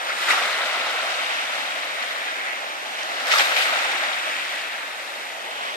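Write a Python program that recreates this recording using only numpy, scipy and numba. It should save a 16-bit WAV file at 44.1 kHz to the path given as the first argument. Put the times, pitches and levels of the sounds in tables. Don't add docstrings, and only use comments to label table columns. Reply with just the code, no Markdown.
import sys
import numpy as np
from scipy import signal
from scipy.fft import rfft, irfft, next_fast_len
from scipy.io import wavfile
from scipy.ndimage import uniform_filter1d, map_coordinates
from numba import njit

SR = 44100
rng = np.random.default_rng(int(sys.argv[2]) if len(sys.argv) > 2 else 0)


def transcribe(u):
    v = np.clip(np.atleast_2d(u).T, -1, 1)
    q = np.round(v * 32767).astype(np.int16)
    wavfile.write(sys.argv[1], SR, q)


def volts(x):
    e = np.asarray(x, float) / 20
    return 10 ** e


N = 254000


def read(points, hz, column=1):
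    table = np.transpose(points)
    return np.interp(np.log(hz + 1), np.log(table[0] + 1), table[column])


def along(rows, s):
    time, *columns = np.transpose(rows)
    return np.array([np.interp(s, time, c) for c in columns])


def bump(x, middle, width):
    return np.exp(-(np.log(x / middle) / width) ** 2)


@njit
def ring(n, at, turn, size, cycles, glide):
    out = np.zeros(n + 1)
    for b in range(len(at)):
        first = int(np.ceil(at[b]))
        fade = turn[b] / (2 * np.pi * cycles)
        step = np.exp(1j * turn[b] - fade)
        bend = np.exp(1j * glide * turn[b] * fade)
        z = size[b] * np.exp((1j * turn[b] - fade) * (first - at[b]))
        for k in range(max(first, 0), min(first + int(4 / fade), n)):
            out[k] += z.imag
            z *= step
            step *= bend
    return out[:n]


def heard(s, hz, db, lead, pan_db, cycles, glide, order=1):
    turn = 2 * np.pi * np.clip(hz, 60, .45 * SR) / SR
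    size = volts(db) * np.sqrt(turn / cycles) / (2 * np.sin(turn / 2)) ** order
    volume = []
    for side in (.5, -.5):
        at = s * SR - side * lead
        volume.append(ring(N + order, at, turn, size * volts(side * pan_db), cycles, glide))
    return np.diff(volume, n=order, axis=1)


# pitch_hz, level_db
SELF_NOISE = [(40, -68), (100, -62), (130, -54), (160, -49), (220, -50), (400, -70), (7000, -62),
              (10000, -53), (13000, -51), (14500, -51), (14900, -66)]


def self_noise(size):
    hz = np.fft.rfftfreq(size, 1 / SR)
    white = rng.standard_normal((2, size))
    return irfft(rfft(white) * volts(read(SELF_NOISE, hz)), size)[:, :N]


# pitch_hz, level_db
COLOUR = [(420, -16), (540, -8), (640, -5), (800, -6), (1000, -7), (1300, -2), (1900, -3.5), (2600, -6),
          (3700, -11.3), (4600, -18), (6000, -23), (7500, -24), (8600, -24.5), (9800, -27.5),
          (10800, -33.5), (12500, -33.5), (14400, -36.5)]
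# start_s, peak_db, left_lead_samples, lowest_pitch_hz, highest_pitch_hz
DROPS = [
    (3.032, -14, 8, 4300, 6500),
    (3.2703, -11, 9, 5000, 16000),
    (3.2703, -13, 9, 3500, 7500),
    (3.3165, -13, 8, 4900, 5900),
    (3.3845, -3.5, 9, 4300, 5700),
    (3.4055, -16, 9, 4300, 5800),
    (3.564, -9.5, 8, 2300, 3800),
]


def drops():
    s, db, lead, low_hz, high_hz = np.repeat(DROPS, 8, axis=0).T
    spread_hz = high_hz - low_hz
    hz = low_hz + spread_hz * np.tile(np.linspace(0, 1, 8), len(DROPS))
    late_s = 7 / spread_hz * rng.random(len(s)) / 2
    db = db - .6 * read(COLOUR, hz)
    return heard(s + late_s, hz, db, lead, -4 + 0 * hz, cycles=3.5, glide=0., order=2)


# start_s, near_over_far_left_db, far_right_over_far_left_db,
# near_left_lead_samples (how much sooner the left port hears the breaker)
SHORE = [(0, -6.5, -22.5, 1), (.3, 1.5, -12, 1.5), (.65, 11.5, 2, 3.5), (1.3, 2, 4.5, 5.5),
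         (2.5, -2, -7, 7), (3.15, -1, 2, 6), (3.35, 6.5, -8, 9.5), (4.2, -1.5, -6, 6), (5, 1.5, 1, -2),
         (5.3, -2, -3.5, 1), (5.76, 1.5, 9, 11.5)]
# start_s, level_db, pitch_hz, left_minus_right_db
GULPS = [(0.1039, -20, 1380, 3), (0.1194, -20, 2110, 1), (0.2287, -18, 1966, 4), (0.287, -14, 1904, 3.5),
         (0.2986, -27, 3010, -1), (0.3071, -22.5, 3720, 8), (0.3071, -11, 1940, 12),
         (0.326, -26, 3630, 6.5), (0.5763, -26, 733, 0), (0.6148, -27.5, 3660, 19),
         (1.2637, -25.5, 3750, 19), (1.4739, -27, 3400, 10), (1.6764, -23, 3750, 11),
         (1.686, -28.5, 3140, 12), (1.9144, -24.5, 1850, 1), (2.037, -27.5, 687, 6),
         (2.0631, -28.5, 3230, 18.5), (2.1103, -23, 1970, -5), (2.285, -20, 1600, -5.5),
         (2.4633, -22, 1800, -6), (2.5323, -24, 2580, -2.5), (3.023, -27, 1640, 3),
         (3.3148, -27.5, 5430, -5), (3.3156, -21, 2930, 6.5), (3.3177, -17.5, 1880, -1),
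         (3.336, -17, 1250, 0), (3.3476, -18.5, 1640, -1.5), (3.358, -15, 1205, 2), (3.3812, -22, 3690, 14),
         (3.384, -33, 5900, -10), (3.3852, -10, 4930, -8), (3.3952, -12, 3200, 12), (3.3961, -16, 820, -6),
         (3.3983, -10, 1830, 2), (3.405, -20.5, 2920, 12.5), (3.406, -14, 4260, -1), (3.5644, -20, 2670, 4),
         (3.5804, -21, 740, -2), (3.6072, -20.5, 1650, 0), (3.6174, -19.5, 2760, 6),
         (3.6959, -22.5, 1240, -4.5), (3.7313, -25, 595, 4), (3.756, -20, 1350, 6), (3.8, -27, 1286, -3.5),
         (3.804, -24, 3100, 13.5), (3.92, -29.5, 3730, 16.5), (4.0375, -25, 727, -2.5),
         (4.0496, -28, 3750, 17.5), (4.1655, -25.0, 2370, -1.5), (5.6492, -27.5, 1940, 1)]


def gulps():
    s, db, hz, pan_db = np.transpose(GULPS)
    db = db + 1 - read(COLOUR, hz) - 10 * np.log10(hz / SR)
    return heard(s, hz, db, along(SHORE, s)[2], pan_db, cycles=8.2, glide=0.014)


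# pitch_hz, near_left_minus_right_db, far_left_minus_right_db
SHADE = [(200, -2.5, 7), (350, -4.5, -1), (540, 5.5, -1), (812, -4.5, 1.5), (1630, 0.5, 0), (2600, 4, -3),
         (3230, 1, 6.5), (4390, 12.5, 2), (4400, 2.5, 10.5), (5570, -3, -17), (7570, 3, 1), (8500, -4, 3),
         (10100, -4, 1), (11200, 3, 5.5), (12100, 10, 11), (14100, 7, 7)]
# start_s, peak_db, pitch_hz
SLAPS = [(0.1004, -8, 2000), (.185, -13, 1890), (.228, -8, 1940), (.284, -4, 1900), (1.521, -10, 2000),
         (2.024, -8, 2240), (2.071, -14, 2300), (2.108, -9.5, 2020), (2.384, -18.5, 2000),
         (2.907, -20.5, 2680), (3.118, -13, 1920), (3.167, -9, 1880), (3.271, -9, 2100), (3.3153, -1, 2400),
         (3.336, -1, 1220), (3.36, -4.5, 1195), (3.38, -4, 1410), (3.396, -5.5, 760), (3.411, -4, 2060),
         (3.564, -3, 2500), (3.6166, -4.5, 2740), (3.911, -17, 1980), (4.033, -5.5, 1990),
         (4.1644, -18, 2390), (4.45, -17, 2210), (4.5037, -22, 2580), (4.719, -16, 2000)]
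# start_s, peak_db, pitch_hz
SMACKS = [(.2972, -12, 2700), (.3114, -14, 2700), (.3214, -14, 2630), (.3444, -18.5, 3100),
          (3.3159, -12, 2920), (3.3294, -14, 3240), (3.34, -14, 2830), (3.3574, -13.5, 2900),
          (3.3844, -14, 5000), (3.3984, -12, 3010), (3.4074, -12, 3240), (3.5894, -16, 2640),
          (5.6444, -25, 2580)]
SLAP_S, SMACK_S, SLAP_SPREAD = 0.0074, .004, 0.3155


def splashes():
    s, db, hz = np.transpose(SLAPS + SMACKS)[:, :, None]
    length_s = np.repeat([SLAP_S, SMACK_S], [len(SLAPS), len(SMACKS)])[:, None]
    late, tone, angle = np.moveaxis(rng.random((len(s), 30, 3)), 2, 0)
    at = s - length_s * np.log(late + 1e-9)
    pitch = hz * np.exp(SLAP_SPREAD * (4 * tone - 1.5))
    lead = along(SHORE, s)[2] + 8 * (angle - .3)
    db = db - 7.0 - .5 * read(COLOUR, pitch)
    at, pitch, db, lead = at.ravel(), pitch.ravel(), db.ravel(), lead.ravel()
    return heard(at, pitch, db, lead, read(SHADE, pitch), cycles=1.84, glide=0.19)


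LAYER_HZ = [170, 600, 1300, 2100, 5000, 10000]
CALM_DB = [-30, -31.5, -37, -38, -41.5, -34]
FOAM_DB = [-9, 1.5, 2, 0, 3, 0]
BACKWASH_DB = [-20, -17, -8, 0, -4.5, -1.5]
FADE_SPEED = [1.7, 1.21, 0.96, 0.94, 1.16, 1.9]
# topple_s, foam_db, foam_fade_db_per_s, backwash_db, backwash_end_s
WAVES = [
    (.31, -25, 4, -30, 2.25),
    (3.32, -26, 6.5, -26.5, 4.57),
    (5.62, -33.5, 11, -43.5, 6.5),
]
BUILD_DB_PER_S, TOPPLE_DB, TOPPLE_S = 17.5, 1.5, 0.022
RUN_UP_S, EBB_DB_PER_S = 0.12, 16.5
# middle_s, peak_db, half_length_s, pitch_hz
CRESTS = [(0, -28, 0.0247, 1600), (0.088, -27, 0.021, 2000), (0.241, -21, 0.068, 15400),
          (0.305, -15.5, 0.021, 5500), (0.322, -24.5, 0.036, 900), (0.61, -32.5, 0.017, 1000),
          (0.77, -30, 0.076, 899), (1.555, -29, 0.021, 2800), (3.015, -34, 0.0157, 5500),
          (3.263, -32, 0.014, 1500), (3.285, -22.5, 0.0113, 9200), (3.329, -16.5, 0.017, 5000),
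          (3.36, -19, 0.016, 10000), (3.381, -17, 0.0071, 7000), (3.403, -15, 0.011, 3000),
          (3.445, -27, 0.0144, 1200), (3.468, -22.5, 0.035, 4400), (3.518, -28, .012, 1020),
          (3.568, -21.5, 0.0078, 4500), (3.588, -20.5, 0.028, 5500), (3.632, -23.5, 0.03, 5500),
          (3.58, -27, 0.008, 700), (3.788, -23, 0.088, 2100), (4.034, -27, 0.047, 1080),
          (4.285, -30.5, 0.051, 1800), (5.162, -32.5, 0.2, 18800), (5.45, -37, 0.065, 1200),
          (5.655, -34.5, 0.0205, 2000)]
CREST_OCTAVES, CREST_TAIL = 2.17, 1.71


def surf(s):
    t = np.arange(0, N / SR + .01, .002)
    topple, foam_db, fade, back_db, ends = np.transpose(WAVES)[:, :, None]
    age = t - topple
    rise_db = BUILD_DB_PER_S * age - TOPPLE_DB * np.clip(-age / TOPPLE_S, 0, 1)
    foam = []
    for speed in FADE_SPEED:
        wave_db = foam_db + np.where(age < 0, rise_db, -speed * fade * age)
        foam.append((volts(wave_db) ** 2).sum(0))
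    ebb_db = back_db - EBB_DB_PER_S * np.maximum(t - ends, 0)
    back = (np.clip(age / RUN_UP_S, 0, 1) * volts(ebb_db) ** 2).sum(0)
    at, crest_db, half, hz = np.transpose(CRESTS)[:, :, None]
    since = (t - at) / half
    shape = np.exp(-np.where(since > 0, since / CREST_TAIL, since ** 2))
    colour = volts(crest_db) ** 2 * np.exp(-(np.log2(LAYER_HZ / hz) / CREST_OCTAVES) ** 2)
    power = volts(CALM_DB)[:, None] ** 2 + volts(FOAM_DB)[:, None] ** 2 * np.array(foam)
    power = power + np.outer(volts(BACKWASH_DB) ** 2, back)
    surge = power[3]
    fallen = ((age > 0) * volts(foam_db - fade * age) ** 2).sum(0)
    rows = [*10 * np.log10(power + colour.T @ shape), fallen / surge, back / surge]
    return [np.interp(s, t, row) for row in rows]


# middle_s, half_length_s, pitch_hz, level_db
MORE_POCKETS = [(2.35, 0.094, 2140, 2.5), (2.497, 0.054, 2000, 6), (2.78, 0.14, 2050, -2), (3.0, .06, 2400, 4),
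                (3.268, 0.056, 1350, 4), (3.338, 0.013, 2300, -5), (3.372, .01, 2100, -6), (3.403, .008, 810, -6),
                (3.436, .02, 2000, -2), (4.05, .08, 1500, 1), (4.28, 0.13, 2300, 1), (4.95, 0.17, 2060, -2.5),
                (5.3, .1, 2250, 0.5), (5.68, .1, 2500, 1), (5.68, .1, 3300, 1), (.62, .15, 2250, -1.5),
                (3.318, .008, 2800, 5), (3.41, .01, 2250, 4), (3.407, .008, 4300, -4), (3.35, .006, 1300, -4),
                (3.33, .015, 5500, 3), (3.6, .04, 4500, 2), (3.4, .1, 13000, 3), (.6, .3, 3700, 1.5),
                (1.8, .2, 1500, -2), (3.5, .1, 560, 2)]
# middle_s, half_length_s, pitch_hz, level_db
POCKETS = [(0, 0.112, 945, 4), (0.197, 0.063, 654, -9), (.3, 0.47, 5990, -2.5), (3.55, 0.28, 13200, 5.5),
           (.35, 0.17, 1660, -1.5), (.3, .3, 366, 5), (.6, 0.345, 1940, 1.5), (.6, .15, 815, -2.5),
           (.35, .1, 1140, 5.5), (.7, 0.6, 1364, 2), (.75, 0.35, 1630, -5), (.8, .35, 2650, 1.5),
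           (1.3, 0.112, 2600, 3.5), (1.303, 0.22, 1900, 2), (1.3, 0.18, 565, -3), (1.403, 0.43, 370, -5),
           (2.953, .15, 2700, 1.5), (2, 0.27, 810, -3), (5, 0.36, 2780, -1.5), (2.3, 0.36, 1700, 3),
           (2.35, 0.32, 1040, 2), (3.1, .15, 2200, -3.5), (2.6, 0.32, 350, 4), (2.72, 0.19, 730, 1.5),
           (2.75, 0.22, 1340, -4), (3.053, 0.12, 720, -1.5), (3.198, 0.15, 1850, 4.5),
           (3.35, 0.28, 4850, 1.5), (3.36, 0.029, 1330, 7), (3.41, 0.043, 900, 3), (3.5, 0.27, 480, 4),
           (3.6, 0.051, 990, -6), (3.6, 0.067, 2680, 5), (3.876, 0.097, 350, 8), (4.2, 0.55, 4040, -2),
           (4.15, 0.176, 418, -6), (4.395, 0.11, 640, -5.5), (4.5, 0.18, 1320, -2.5), (4.7, 0.33, 1700, 3),
           (4.5, .3, 2000, -4.5), (4.95, 0.25, 689, -3.5), (5.08, 0.14, 990, -5), (5.25, 0.43, 1310, -4),
           (5.45, 0.153, 1740, 1), (5.68, .12, 1090, 6), (5.5, 0.12, 780, 2), (5.6, 0.19, 3000, 3),
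           (5.65, 0.31, 416, 6), (5.65, 0.194, 4260, 1), (5.7, .15, 5840, -2)]
# start_s, pitch_hz, level_db
FAVOURED = [(0, 2300, -0.5), (.3, 1865, 4), (1.2, 2010, -2), (2.2, 2080, 1.5), (2.7, 2000, 1.5),
            (3.2, 4500, 1), (3.38, 5250, 1.5), (3.5, 4500, -0.5), (3.6, 2170, -0.5), (4.7, 2150, 3.5),
            (5.2, 2400, 0), (5.5, 3050, 3), (5.76, 3100, 2.5)]


def clumps(s, hz, own_time):
    db = .4 * patches(own_time, hz, .018, 400) + .6 * patches(own_time, hz, .008, 4000)
    favoured_hz, favoured_db = along(FAVOURED, s)
    db += favoured_db * (bump(hz, favoured_hz, 0.11) - .3)
    for at, half, pocket_hz, pocket_db in POCKETS + MORE_POCKETS:
        now = slice(*np.searchsorted(s, [at - 2 * half, at + 2 * half]))
        db[now] += pocket_db * np.exp(-((s[now] - at) / half) ** 2) * bump(hz[now], pocket_hz, 0.11)
    return db


def patches(s, hz, seconds, width_hz):
    field = rng.standard_normal((1200, 160))
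    steps = np.arange(-40, 41)
    in_time = np.exp(-(steps * 0.00516 / seconds) ** 2)
    in_pitch = np.exp(-(steps * 100 / width_hz) ** 2)
    field = signal.fftconvolve(field, np.outer(in_time, in_pitch), "same")
    return map_coordinates(field / field.std(), [s / .005, hz / 100], order=1, mode="nearest")


BUBBLES = 380000
SIZES_HZ, SIZE_SHARES = [60, 450, 2000, 15120], [0, .02, .22, 1]
FAR_LEADS = [17.8, -16.5]
SPREADS = [4., .6, 1.]
# pitch_hz, level_db
NEAR_TINT = [(450, 0.5), (740, 3.5), (1050, -2), (1370, 0.5), (1660, -2), (1980, 1), (2500, -1.5),
             (3700, 0.5), (5300, 2.5), (8000, 0.5)]
# pitch_hz, level_db
RIGHT_DULL = [(700, -9), (1800, 3.5), (5000, -9)]
DRAIN_DB, DRAIN_REST_DB = 7, -1.5
SPRAY_DB, SPRAY_REST_DB = 14, -4


def wash():
    when, pitch, luck = rng.random((BUBBLES, 3)).T
    s = np.sort(when) * N / SR
    hz = np.interp(pitch, SIZE_SHARES, SIZES_HZ)
    crowd = np.diff(SIZE_SHARES) / np.diff(SIZES_HZ) * np.ptp(SIZES_HZ)
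    crowd_db = 10 * np.log10(crowd[np.searchsorted(SIZE_SHARES, pitch, "right") - 1])
    stretch = rng.integers(0, 3, BUBBLES)
    *layers, foam, backwash = surf(s)
    tents = [np.interp(np.log(hz), np.log(LAYER_HZ), row) for row in np.eye(len(LAYER_HZ))]
    surf_db = sum(level * tent for level, tent in zip(layers, tents))

    near_db, right_db, near_lead = along(SHORE, s)
    tint_db = read(NEAR_TINT, hz)
    weights = [near_db + tint_db, 0 * s, right_db + read(RIGHT_DULL, hz)]
    share = volts(np.choose(stretch, weights)) / np.sqrt(np.mean(volts(weights) ** 2, axis=0))
    share_db = 0.71 * tint_db + 20 * np.log10(share)
    own_time = (s + 1.9 * stretch) % (N / SR)
    luck_db = 0.8 * np.minimum(-np.log(luck + 1e-9), 7)
    db = 8.04 + surf_db + share_db + clumps(s, hz, own_time) + luck_db - crowd_db

    lead = np.choose(stretch, [near_lead, *FAR_LEADS])
    lead = lead + np.take(SPREADS, stretch) * rng.standard_normal(BUBBLES)
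    pan_db = np.where(stretch == 0, read(SHADE, hz), read(SHADE, hz, column=2))
    pan_db += (DRAIN_REST_DB + DRAIN_DB * backwash) * bump(hz, 3900, 0.34)
    pan_db -= (SPRAY_REST_DB + SPRAY_DB * foam) * bump(hz, 5500, 0.099)
    return heard(s, hz, db, lead, pan_db, cycles=2.82, glide=0.0568)


def scene():
    return drops() + gulps() + splashes() + wash()


# pitch_hz, level_db
LOW_CUT = [(20, -17), (80, -36), (130, -34), (170, -21), (200, -10.5), (250, -4), (350, -1.5), (420, -1.5),
           (14400, 0.5), (14800, -10.5)]


def microphone(dry):
    size = next_fast_len(N + 8192)
    hz = np.fft.rfftfreq(size, 1 / SR)
    port_db = np.outer([3, 0], bump(hz + 1, 3746, 0.023))
    case_db = bump(hz + 1, 1940, 0.05)
    colour_db = read(COLOUR, hz) + read(LOW_CUT, hz) + port_db + case_db
    return irfft(rfft(dry, size) * volts(colour_db), size)[:, :N] + self_noise(size)


# pitch_hz, rung_db
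RUNGS = [(20, -56), (330, -56), (400, -75), (4200, -60), (4600, -36), (5500, -37.5), (7600, -37.5),
         (8300, -38), (14400, -38), (14750, -32)]
RUNG_FOLLOWS, USUAL_DB, RUNG_WANDER_DB = .75, -25, 2.2
OPEN_S = 3.27


def gate(x):
    hop, front = 1024, 1063
    n, k = np.arange(2 * hop) + .5, np.arange(hop) + .5
    window = np.sin(np.pi * n / (2 * hop))[:, None]
    basis = window * np.cos(np.pi / hop * np.outer(n + hop / 2, k)) * np.sqrt(2 / hop)
    count = N // hop + 3
    blocks = np.pad(x, ((0, 0), (front, (count + 1) * hop - N - front))).reshape(2, -1, hop)
    z = np.concatenate([blocks[:, :-1], blocks[:, 1:]], axis=2) @ basis
    level_db = 10 * np.log10((z ** 2).mean((0, 2)) + 1e-12)[:, None]
    wander = uniform_filter1d(rng.standard_normal((2, count, 32)), 3, axis=1) * np.sqrt(3)
    wander = np.repeat(wander, 32, axis=2)
    rung_db = read(RUNGS, k * SR / 2 / hop) + RUNG_FOLLOWS * (level_db - USUAL_DB)
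    rung = volts(rung_db + RUNG_WANDER_DB * wander)
    frame_s = ((np.arange(count) + 1) * hop - front) / SR
    shut = abs(frame_s - OPEN_S)[:, None] > hop / SR
    rounded = np.sign(z) * np.floor(abs(z) / rung + .4) * rung
    frames = np.where(shut, rounded, z) @ basis.T
    out = np.pad(frames[..., :hop], ((0, 0), (0, 1), (0, 0)))
    out = out + np.pad(frames[..., hop:], ((0, 0), (1, 0), (0, 0)))
    return out.reshape(2, -1)[:, front:front + N]


def low_pass(x):
    return signal.sosfilt(signal.butter(12, 15650, fs=SR, output="sos"), x)


def record(dry):
    mix = gate(microphone(dry))
    return low_pass(mix)


dry = scene()
out = record(dry)
transcribe(out)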